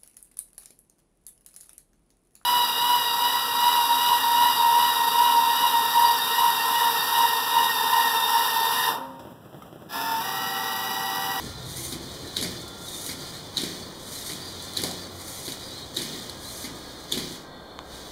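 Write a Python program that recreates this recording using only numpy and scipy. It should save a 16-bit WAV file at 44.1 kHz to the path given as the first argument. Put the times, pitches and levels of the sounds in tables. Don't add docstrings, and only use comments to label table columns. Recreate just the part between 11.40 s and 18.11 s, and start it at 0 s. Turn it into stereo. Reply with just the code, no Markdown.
import sys
import numpy as np
from scipy import signal
from scipy.fft import rfft, irfft
from scipy.io import wavfile
from scipy.ndimage import uniform_filter1d, map_coordinates

SR = 44100
rng = np.random.default_rng(int(sys.argv[2]) if len(sys.argv) > 2 else 0)


def master_out(mix):
    frames = np.transpose(np.atleast_2d(mix))
    ceiling = np.clip(frames, -1, 1)
    pcm = np.round(ceiling * 32767).astype(np.int16)
    wavfile.write(sys.argv[1], SR, pcm)


N = 295911
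TIME = np.arange(N) / SR


# pitch_hz, width_hz, level_db
LOADED_CASE_MODES = [(1784, 160, -2.5), (3324, 1200, 0), (4360, 340, 3.5), (4800, 230, 2.5),
                     (6210, 480, -3), (8770, 500, -4.5), (11600, 4600, -18), (14900, 2900, -12.5)]
# pitch_hz, width_hz, level_db
FREE_CASE_MODES = [(2000, 410, -2), (3470, 2300, 0.5), (6070, 1300, 3.5), (9030, 410, 8), (10400, 2200, -4),
                   (12250, 750, 1), (15200, 900, -8)]

def servos(load, pushing):
    whirr = gear_train(LOADED_CASE_MODES, mesh_hz=559, chatter_db=5.5, buzz_db=2, flutter_db=1.3)
    fizz = gear_train(FREE_CASE_MODES, mesh_hz=951, chatter_db=10, buzz_db=2.5, flutter_db=2)
    whirr = whirr + from_db(-9) * backlash()
    fizz = fizz + from_db(-10.5) * backlash()
    return load * whirr + from_db(4) * swinging_legs(fizz, pushing)


def gear_train(case, mesh_hz, chatter_db, buzz_db, flutter_db, servo_count=3):
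    buzz, chatter = 0, 0
    for _ in range(servo_count):
        speed = from_db(1.3 * drift(2.5))
        teeth = np.cumsum(mesh_hz * speed * (1 + .006 * drift(150))) / SR
        buzz = buzz + np.diff(teeth % 1, prepend=0) * from_db(3 * drift(6))
        pulsing = from_db(chatter_db * np.sin(np.pi * teeth / 2))
        chatter = chatter + grains(per_s=4700, spread_db=0.5) * pulsing
    sound = rms_one(resonate(chatter, case)) + from_db(buzz_db) * rms_one(resonate(buzz, case))
    return evened(sound, samples=SR // 16) * from_db(flutter_db * drift(47))


# pitch_hz, width_hz, level_db
BACKLASH_MODES = [(5540, 540, -0.5), (6850, 1400, -3), (8200, 610, 2), (11400, 1500, -10)]

def backlash():
    ticks = grains(per_s=170, spread_db=-1.5) * from_db(2 * drift(24))
    return evened(resonate(ticks, BACKLASH_MODES), samples=SR // 4)


# first_foot_s, swing_s, last_foot_delay_s, fizz_db, speed_ratio, tap_db, thud_db
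SWINGS = [(0.523, 0.34, 0.0037, -39.5, 1.03, -20, -24), (1.69, 0.36, 0.024, -38.5, 1.02, -23.5, -27),
          (2.894, 0.35, 0.026, -39.5, 0.97, -22, -30), (4.079, 0.42, 0.042, -40.5, 1.0, -20, -31),
          (5.242, 0.28, 0.0077, -39.5, 1, -40, -29)]

def swinging_legs(fizz, pushing, peak_share=.76, brake_s=0.053, glide=.06):
    level = from_db(-12) * pushing
    pitch = 1 - glide + .011 * drift(9)
    for foot_s, swing_s, delay_s, fizz_db, speed_ratio, *_ in SWINGS:
        progress = np.maximum(TIME - foot_s + swing_s, 0) / (swing_s + delay_s)
        braking = np.clip(1 - (TIME - foot_s - delay_s) / brake_s, 0, 1)
        speed = np.abs(np.sin(np.pi / 2 * np.minimum(progress / peak_share, 2))) * braking
        level = level + from_db(fizz_db) * speed ** 1.2
        pitch = pitch + (glide + speed_ratio - 1) * speed
    return level * map_coordinates(fizz, [np.cumsum(pitch)], order=3, mode="mirror")


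# start_s, length_s, first_hz, middle_hz, last_hz, level_db
JOINT_MOVES = [(0.02, 0.19, 4220, 4070, 3920, -45), (0.17, 0.21, 3970, 3640, 3370, -45),
               (0.194, 0.13, 4200, 4280, 4130, -47), (0.66, 0.11, 3590, 3770, 3900, -42),
               (0.8, 0.12, 4250, 4240, 4190, -48), (0.831, 0.11, 4050, 3980, 3760, -43),
               (1.14, 0.17, 4270, 4330, 4080, -44.5), (1.461, 0.165, 3800, 3640, 3600, -39),
               (1.603, .1, 4670, 4600, 4420, -47), (1.742, 0.21, 4600, 4790, 4900, -40),
               (1.78, 0.26, 4090, 4250, 4100, -47), (2.03, 0.094, 3600, 3500, 3460, -47),
               (2.357, 0.13, 4330, 4350, 4400, -45), (2.726, 0.12, 4220, 3900, 3580, -36.5),
               (2.987, 0.16, 4600, 4840, 4760, -38.5), (3.079, 0.2, 4080, 3620, 3340, -44),
               (3.15, 0.11, 4310, 3980, 3680, -44), (3.21, 0.18, 4470, 4320, 4300, -46),
               (3.568, 0.12, 4780, 4580, 4520, -41), (4.189, 0.16, 4020, 3860, 3840, -41),
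               (4.202, 0.12, 4770, 4900, 4630, -38), (4.327, 0.13, 3850, 4160, 4060, -37),
               (4.374, 0.12, 3900, 3800, 3660, -44), (4.736, 0.12, 3720, 3630, 3590, -44),
               (5.025, 0.094, 3740, 4050, 4230, -38), (5.446, 0.1, 4380, 4360, 4160, -49),
               (5.568, 0.076, 4280, 4170, 4120, -46), (6.566, 0.11, 3630, 3480, 3500, -47)]

def gear_whines(roughness, waver, flutter_db, octave_db):
    out = np.zeros(N)
    unsteady = roughness * drift(175) + waver * drift(17.6)
    flutter = from_db(flutter_db * drift(32))
    for start_s, length_s, first_hz, middle_hz, last_hz, level_db in JOINT_MOVES:
        progress = np.linspace(0, 1, int(length_s * SR))
        own = rng.integers(N - SR) + np.arange(len(progress))
        arc_hz = np.polyval(np.polyfit([0, .5, 1], [first_hz, middle_hz, last_hz], 2), progress)
        phase = 2 * np.pi * np.cumsum(arc_hz * (1 + unsteady[own])) / SR
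        mesh = np.sin(phase) + from_db(octave_db) * np.sin(2 * phase)
        envelope = np.sqrt(np.abs(np.sin(np.pi * progress)))
        add(out, start_s, from_db(level_db) * envelope * flutter[own] * mesh)
    return out


# start_s, end_s, rise_s, gear_db, shudder_db
PUSHES = [(-0.1, 0.06, .03, -39, -39), (0.61, 0.914, .03, -44, -44.5), (1.79, 1.95, 0.026, -40, -52),
          (2.95, 3.313, .03, -41.5, -66), (4.162, 4.373, .03, -43, -67), (4.73, 4.827, .03, -41, -49),
          (5.308, 5.56, .03, -52, -58), (6.59, 6.58, 0.23, -45.5, -64)]

def effort():
    walking = 1 - swell(6.0, 6.46, attack_s=0.06, release_s=0.06)
    gears, frame = [from_db(-43.5) * walking], [from_db(-52) * walking]
    for at_s, *_ in FOOTFALLS:
        gears.append(from_db(-35.5) * swell(at_s, at_s + 0.1, attack_s=.045, release_s=0.26))
    for steps, tremble_db in (FOOTFALLS, -34.5), (SWINGS, -43.5):
        for at_s, *_ in steps:
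            tremble = (TIME > at_s) * np.exp(-np.abs(TIME - at_s) / 0.24)
            frame.append(from_db(tremble_db) * walking * tremble)
    pushing = 0
    for start_s, end_s, rise_s, gear_db, shudder_db in PUSHES:
        push = swell(start_s, end_s, rise_s, release_s=0.097)
        pushing = pushing + from_db(gear_db) * push
        frame.append(from_db(shudder_db) * push)
    return np.linalg.norm(gears + [pushing], axis=0), np.linalg.norm(frame, axis=0), pushing


# time_s, snap_db, ring_hz,
# crack_db, toe_db, rebound_delay_s, rebound_db, settle_delay_s, tap_db, thud_db, knock_db, rattle_db
FOOTFALLS = [(0.9675, -9, 3780, -5, -21, 0.012, -17, 0.059, -21, -19.5, -45, -21),
             (2.1705, -11, 4040, -3.5, -29, 0.0085, -10, 0.067, -23.5, -24, -50, -26),
             (3.3716, -9.5, 4080, -0.5, -20, 0.023, -30, 0.0655, -17, -19, -34, -25),
             (4.5698, -11.5, 3810, 1, -18, .032, -23, 0.049, -26, -38, -68, -26.5),
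             (5.7227, -8.5, 3460, -0.5, -19, 0.016, -24, 0.053, -27, -20, -55, -23)]
# time_s, level_db, crack_db
JOINT_CLACKS = [(.431, -41, 17), (.875, -32, 7), (1.0124, -21, 9), (1.037, -24, 7), (1.279, -32.5, 11),
                (1.664, -26, 9), (2.2176, -26, 10), (2.24, -25, 6), (2.933, -25.5, 8), (3.224, -32.5, 13),
                (3.3349, -29.5, 10), (3.4005, -27, 8), (3.418, -27, 15), (3.443, -28, 12), (3.469, -28, 12),
                (3.512, -26, 8), (4.067, -25, 3), (4.38, -25.5, -12), (4.546, -35.5, 15.5), (4.587, -27, 6),
                (4.635, -29, 10), (4.896, -21.5, 1.5), (5.779, -20.5, 1), (5.801, -33, 7), (5.862, -35, 0),
                (5.9264, -35, 8)]

def gait(leg_hz=3960, settle_crack_db=10, soft_crack_db=-1.5, light_knock_db=-63):
    contacts = [(at_s, level_db, leg_hz, crack_db) for at_s, level_db, crack_db in JOINT_CLACKS]
    blows = []  # time_s, thud_db, knock_db, rattle_db
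    for (at_s, snap_db, ring_hz, crack_db, toe_db, rebound_s, rebound_db,
         settle_s, tap_db, thud_db, knock_db, rattle_db) in FOOTFALLS:
        contacts += [(at_s - .004, toe_db, ring_hz, crack_db),
                     (at_s, snap_db, ring_hz, crack_db),
                     (at_s + rebound_s, rebound_db, ring_hz, crack_db),
                     (at_s + settle_s, tap_db, ring_hz, settle_crack_db)]
        blows += [(at_s + 0.0188, -34, light_knock_db, -28.5),
                  (at_s + settle_s - 0.0026, thud_db, knock_db, rattle_db)]
    for at_s, _, delay_s, *_, tap_db, thud_db in SWINGS:
        contacts += [(at_s, tap_db - 5, leg_hz, soft_crack_db),
                     (at_s + delay_s, tap_db, leg_hz, soft_crack_db)]
        blows.append((at_s, thud_db, light_knock_db, -27))
    return contacts, blows


# pitch_hz, width_hz, level_db
LEG_MODES = [(2300, 800, 2.5), (3060, 2000, -1.5), (4730, 310, 4.5), (6480, 150, -4.5), (9000, 320, -4),
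             (11000, 350, -4.5)]

def leg_taps(contacts, ring_s, crack_s, crack_band_hz, buzz_db, buzz_s):
    out, t = np.zeros(N), TIME[:SR // 8]
    for at_s, level_db, ring_hz, crack_db in contacts:
        phase = 2 * np.pi * ring_hz * (1 + .02 * rng.standard_normal()) * t
        two_modes = np.sin(phase) - from_db(-15.5) * np.sin(1.33 * phase)
        ring = t / ring_s * np.exp(1 - t / ring_s) * two_modes
        crack = rms_one(band(rng.standard_normal(len(t)), *crack_band_hz, order=3))
        crack *= 0.44 * np.exp(-t / crack_s)
        buzz = rms_one(resonate(rng.standard_normal(len(t)), LEG_MODES[1:]))
        buzz *= np.exp(-t / buzz_s) * (1 - np.exp(-t / ring_s))
        add(out, at_s, from_db(level_db) * (ring + from_db(crack_db) * crack + from_db(buzz_db) * buzz))
    return out


# pitch_hz, width_hz, level_db
FRAME_THUD_MODES = [(171, 78, -1.5), (259, 108, 2), (372, 47, 3.5), (486, 87, -15.5)]
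# pitch_hz, width_hz, level_db
DECK_MODES = [(596, 135, 2), (755, 190, -2.5), (990, 140, -6), (1740, 280, -24)]

def landings(blows, shudder, thud_s, knock_s, rattle_s):
    powers, t = np.zeros((3, N)), TIME[:SR]
    attack = 1 - np.exp(-t / 0.0002)
    for at_s, *levels_db in blows:
        for power, level_db, decay_s in zip(powers, levels_db, (thud_s, knock_s, rattle_s)):
            add(power, at_s, (from_db(level_db) * np.exp(-t / decay_s) * attack) ** 2)
    thud, knock, rattle = np.sqrt(powers)
    frame = rms_one(band(resonate(grains(per_s=2500, spread_db=1), FRAME_THUD_MODES), 92, 1600))
    deck = rms_one(resonate(grains(per_s=2500, spread_db=2), DECK_MODES))
    joints = rms_one(resonate(grains(per_s=3100, spread_db=-7.5), LEG_MODES))
    shaking = np.hypot(from_db(-4.5) * thud, from_db(-2.5) * shudder)
    return shaking * frame + knock * deck + rattle * joints


# pitch_hz, level_db, t60_s
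FRAME_RING_MODES = [(149.2, -12.5, 0.84), (176.8, -13, 0.94), (245, -13, 0.44), (260, -14.5, 0.32),
                    (302, -24, 0.22), (343.7, -34.5, 0.49), (418, -21.5, 0.12)]

def frame_boom(blows, uneven_db, hard_thud_db=-31):
    out, t = np.zeros(N), TIME[:SR]
    pitch_hz, mode_db, t60_s = np.transpose(FRAME_RING_MODES)
    rings = np.sin(2 * np.pi * np.outer(pitch_hz, t)) * from_db(-60 * np.outer(1 / t60_s, t))
    octaves = np.log2(pitch_hz / np.median(pitch_hz))
    for at_s, thud_db, *_ in blows:
        tilt_db = 0.93 * (thud_db - hard_thud_db) * octaves
        scatter_db = uneven_db * rng.standard_normal(len(pitch_hz))
        add(out, at_s, from_db(thud_db + mode_db + tilt_db + scatter_db) @ rings)
    return band(out, 110, 3000, order=3)


# start_s, end_s, pitch_hz, level_db
HOLDS = [(0, 0.278, 1390, -55), (0, .35, 3470, -58), (0.4, .87, 3080, -56), (0.325, 0.682, 338, -46),
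         (.58, .84, 4260, -54), (1.12, 1.495, 3504, -48), (1.198, 1.493, 1390, -52),
         (1.543, 2.048, 1390, -57), (2.509, 4.5, 1388, -61), (4.654, 5.746, 1226, -58.5),
         (4.787, 5.798, 1644, -59), (1.797, 1.99, 2840, -55), (5.29, 5.72, 2570, -47),
         (5.3, 5.7, 3670, -56), (6.002, 6.503, 2310, -60), (5.801, 6.71, 1580, -58.5),
         (5.782, 6.29, 1915, -59.5), (6.03, 6.48, 4300, -56.5), (6.05, 6.46, 3535, -54.5),
         (6.14, 6.42, 3140, -62)]

def holding_servos(wander, flutter_db):
    out = np.zeros(N)
    for start_s, end_s, pitch_hz, level_db in HOLDS:
        note = tone(pitch_hz, wander, flutter_db, rate_hz=42)[:int((end_s - start_s) * SR)]
        add(out, start_s, from_db(level_db) * note * signal.windows.tukey(len(note), .3))
    return out


# pitch_hz, width_hz, level_db
GAMEPAD_MODES = [(1050, 180, 14.5), (1480, 310, -18), (2200, 370, -10), (3570, 1100, 3.5), (4560, 420, -2),
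                 (6300, 410, -5.5)]

def gamepad(at_s, level_db):
    out = np.zeros(N)
    click = resonate(signal.unit_impulse(SR // 10), GAMEPAD_MODES)
    add(out, at_s, from_db(level_db) * click / np.abs(click).max())
    return out


# frequency_hz, level_db
AIR_SPECTRUM = [(15, -11), (25, -5), (64, -8.5), (293, -1.5), (516, -3), (1160, -8), (1480, -12.5),
                (1610, -14), (2610, -25), (3620, -12.5), (5280, -26.5), (14800, -33.5), (16000, -31)]
# pitch_hz, level_db
FAN_TONES = [(146, -62), (179, -65.5), (264, -68), (528, -64.5), (1045, -62)]
# time_s, level_db
HANDLING_LEVELS = [(0, -33), (.6, -37.5), (1.3, -38), (2.7, -41.5), (3.3, -42), (4.2, -46), (6.3, -52),
                   (6.71, -49)]

def background(air_db, rumble_db):
    hz = np.fft.rfftfreq(N, 1 / SR) + 1
    points_hz, levels_db = np.transpose(AIR_SPECTRUM)
    spectrum = from_db(np.interp(np.log(hz), np.log(points_hz), levels_db))
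    air = irfft(rfft(rng.standard_normal((2, N))) * spectrum, N)
    air = rms_one(close_pair(air, alike_hz=2670))
    rumble = rms_one(band(rng.standard_normal(N) + 1.1 * rng.standard_normal((2, N)), 65, 182, order=3))
    rumble *= from_db(np.interp(TIME, *np.transpose(HANDLING_LEVELS)) + rumble_db)
    fans = sum(from_db(db) * tone(pitch_hz, wander=0.00838, flutter_db=2, rate_hz=5.45)
               for pitch_hz, db in FAN_TONES)
    hums = close_pair([room_hums(wander=.016, flutter_db=2.5) for _ in range(2)], alike_hz=200)
    return from_db(air_db) * air + (rumble + fans + hums) * from_db([[2.2], [-2.2]])


# start_s, end_s, first_hz, last_hz, level_db
ROOM_HUMS = [(-.1, 0.46, 132, 125.4, -46), (.35, 1.305, 130, 123.5, -50.5), (-.1, 1.82, 91.2, 87, -55.5),
             (-.1, 0.91, 63, 66, -53.5), (.4, 1.4, 103, 101, -67), (1.3, 1.6, 120, 119.5, -59),
             (1.6, 2.9, 97, 92.4, -56.5), (3.0, 3.83, 90.3, 90.4, -49.5), (3.799, 5.3, 86.7, 85.7, -55),
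             (3.85, 5.75, 120, 120.8, -56.5), (4.85, 6.4, 65, 67.2, -55), (5.849, 6.8, 66, 64.2, -54.5)]

def room_hums(wander, flutter_db, fade_s=0.063):
    out = np.zeros(N)
    for start_s, end_s, first_hz, last_hz, level_db in ROOM_HUMS:
        pitch_hz = np.interp(TIME, [0, end_s - start_s], [first_hz, last_hz])
        note = tone(pitch_hz, wander, flutter_db, rate_hz=7.6)
        fades = swell(start_s + fade_s, end_s - fade_s, fade_s, fade_s)
        out += from_db(level_db) * fades * np.roll(note, max(round(start_s * SR), 0))
    return out


def room(x, low_t60_s, high_t60_s, wet_db, bands):
    out, white = np.zeros((2, N)), rng.standard_normal((2, 2, N))
    edges_hz = np.geomspace(120, 17000, bands + 1)
    for k, (low_hz, high_hz) in enumerate(zip(edges_hz, edges_hz[1:])):
        t60_s = np.interp(low_hz, [3000, 12000], [low_t60_s, high_t60_s])
        retained = from_db(-120 / (t60_s * SR))
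        energy = signal.lfilter([1 - retained], [1, -retained], band(x + 1e-18, low_hz, high_hz) ** 2)
        out += np.sqrt(energy) * rms_one(band(white[k % 2], low_hz, high_hz))
    return from_db(wet_db) * close_pair(out, alike_hz=1590)


# frequency_hz, lead_rad
LEFT_PHASE = [(0, 1), (1640, -0.22), (2410, -3), (2840, -3), (3530, -5.5), (4130, -6.5), (6550, -12),
              (8350, -16), (9040, -17.5), (12000, -24.4), (12700, -24), (14900, -32), (15400, -29),
              (16200, -26.2)]

def from_the_right(x):
    lead_rad = np.interp(np.fft.rfftfreq(N, 1 / SR), *np.transpose(LEFT_PHASE))
    return np.array([irfft(rfft(x) * np.exp(1j * lead_rad), N), x])


def shaded(pair, shadow_hz=7640):
    hz = np.fft.rfftfreq(N, 1 / SR)
    treble = hz ** 4 / (hz ** 4 + shadow_hz ** 4)
    gain_db = np.outer([-8.5, 3], treble) + [[-.6], [.6]]
    return irfft(rfft(pair) * from_db(gain_db), N)


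def close_pair(pair, alike_hz):
    hz = np.fft.rfftfreq(N, 1 / SR)
    alike = .62 / (1 + (hz / alike_hz) ** 4)
    mid, side = rfft(pair)
    return irfft(np.sqrt(1 + alike) * mid + np.sqrt(1 - alike) * side * [[1], [-1]], N) / np.sqrt(2)


def resonate(x, modes):
    out = 0
    for k, (pitch_hz, width_hz, level_db) in enumerate(modes):
        radius = np.exp(-np.pi * width_hz / SR)
        zeros = np.array([1, 0, -1]) * (1 - radius ** 2) / 2
        poles = [1, -2 * radius * np.cos(2 * np.pi * pitch_hz / SR), radius ** 2]
        out = out + (-1) ** k * from_db(level_db) * signal.lfilter(zeros, poles, x + 1e-18)
    return out


def grains(per_s, spread_db):
    sizes = from_db(spread_db * np.minimum(rng.exponential(1, N), 4))
    return (rng.random(N) < per_s / SR) * sizes * rng.choice([-1, 1], N)


def tone(pitch_hz, wander, flutter_db, rate_hz):
    phase = 2 * np.pi * np.cumsum(pitch_hz * (1 + wander * drift(rate_hz))) / SR
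    return np.sqrt(2) * np.sin(phase) * from_db(flutter_db * drift(rate_hz))


def drift(rate_hz):
    hz = np.fft.rfftfreq(N // 40, 40 / SR)
    slow = irfft(rfft(rng.standard_normal(N // 40)) / (1 + (hz / rate_hz) ** 2))
    return np.interp(np.arange(N) / 40, np.arange(len(slow)), rms_one(slow))


def swell(start_s, end_s, attack_s, release_s):
    return np.clip(1 + (TIME - start_s) / attack_s, 0, 1) * np.clip(1 - (TIME - end_s) / release_s, 0, 1)


def evened(x, samples):
    return x / np.sqrt(uniform_filter1d(x * x, samples) + 1e-12)


def band(x, low_hz, high_hz, order=2):
    return signal.sosfilt(signal.butter(order, [low_hz, high_hz], "band", fs=SR, output="sos"), x)


def add(out, at_s, sound):
    at = max(round(at_s * SR), 0)
    out[at:at + len(sound)] += sound[:N - at]


def from_db(db):
    return 10 ** (np.asarray(db) / 20)


def rms_one(x):
    return x / np.sqrt(np.mean(x ** 2) + 1e-20)


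def scene():
    load, shudder, pushing = effort()
    contacts, blows = gait()
    gears = servos(load, pushing)
    taps = leg_taps(contacts, ring_s=.00058, crack_s=0.0018, crack_band_hz=(5470, 11600),
                    buzz_db=-7.5, buzz_s=0.0031)
    thuds = landings(blows, shudder, thud_s=0.008, knock_s=0.073, rattle_s=0.017)
    robot = gears + taps + thuds
    whines = from_db(0.3) * gear_whines(roughness=.025, waver=.01, flutter_db=3.5, octave_db=-13.5)
    singing = from_db(1) * holding_servos(wander=0.0012, flutter_db=2.6)
    click = gamepad(at_s=6.39, level_db=-20)
    reflected = room(robot + 0.5 * click, low_t60_s=0.34, high_t60_s=0.12, wet_db=-4, bands=18)
    boom = frame_boom(blows, uneven_db=2.5)
    direct = from_db(-2.5) * from_the_right(robot + whines + singing + boom)
    return shaded(direct + reflected) + click + background(air_db=-43, rumble_db=-9.5)


def record(dry):
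    mid = dry.mean(axis=0)
    notched = signal.sosfilt(signal.butter(2, [2490, 2890], "bandstop", fs=SR, output="sos"), mid)
    side_ring = resonate(mid, [(2490, 104, 11.6)]) * [[1], [-1]]
    treble_cut = signal.ellip(10, .2, 80, 15650, fs=SR, output="sos")
    return signal.sosfilt(treble_cut, dry - mid + notched + side_ring)


dry = scene()
out = record(dry)
master_out(out)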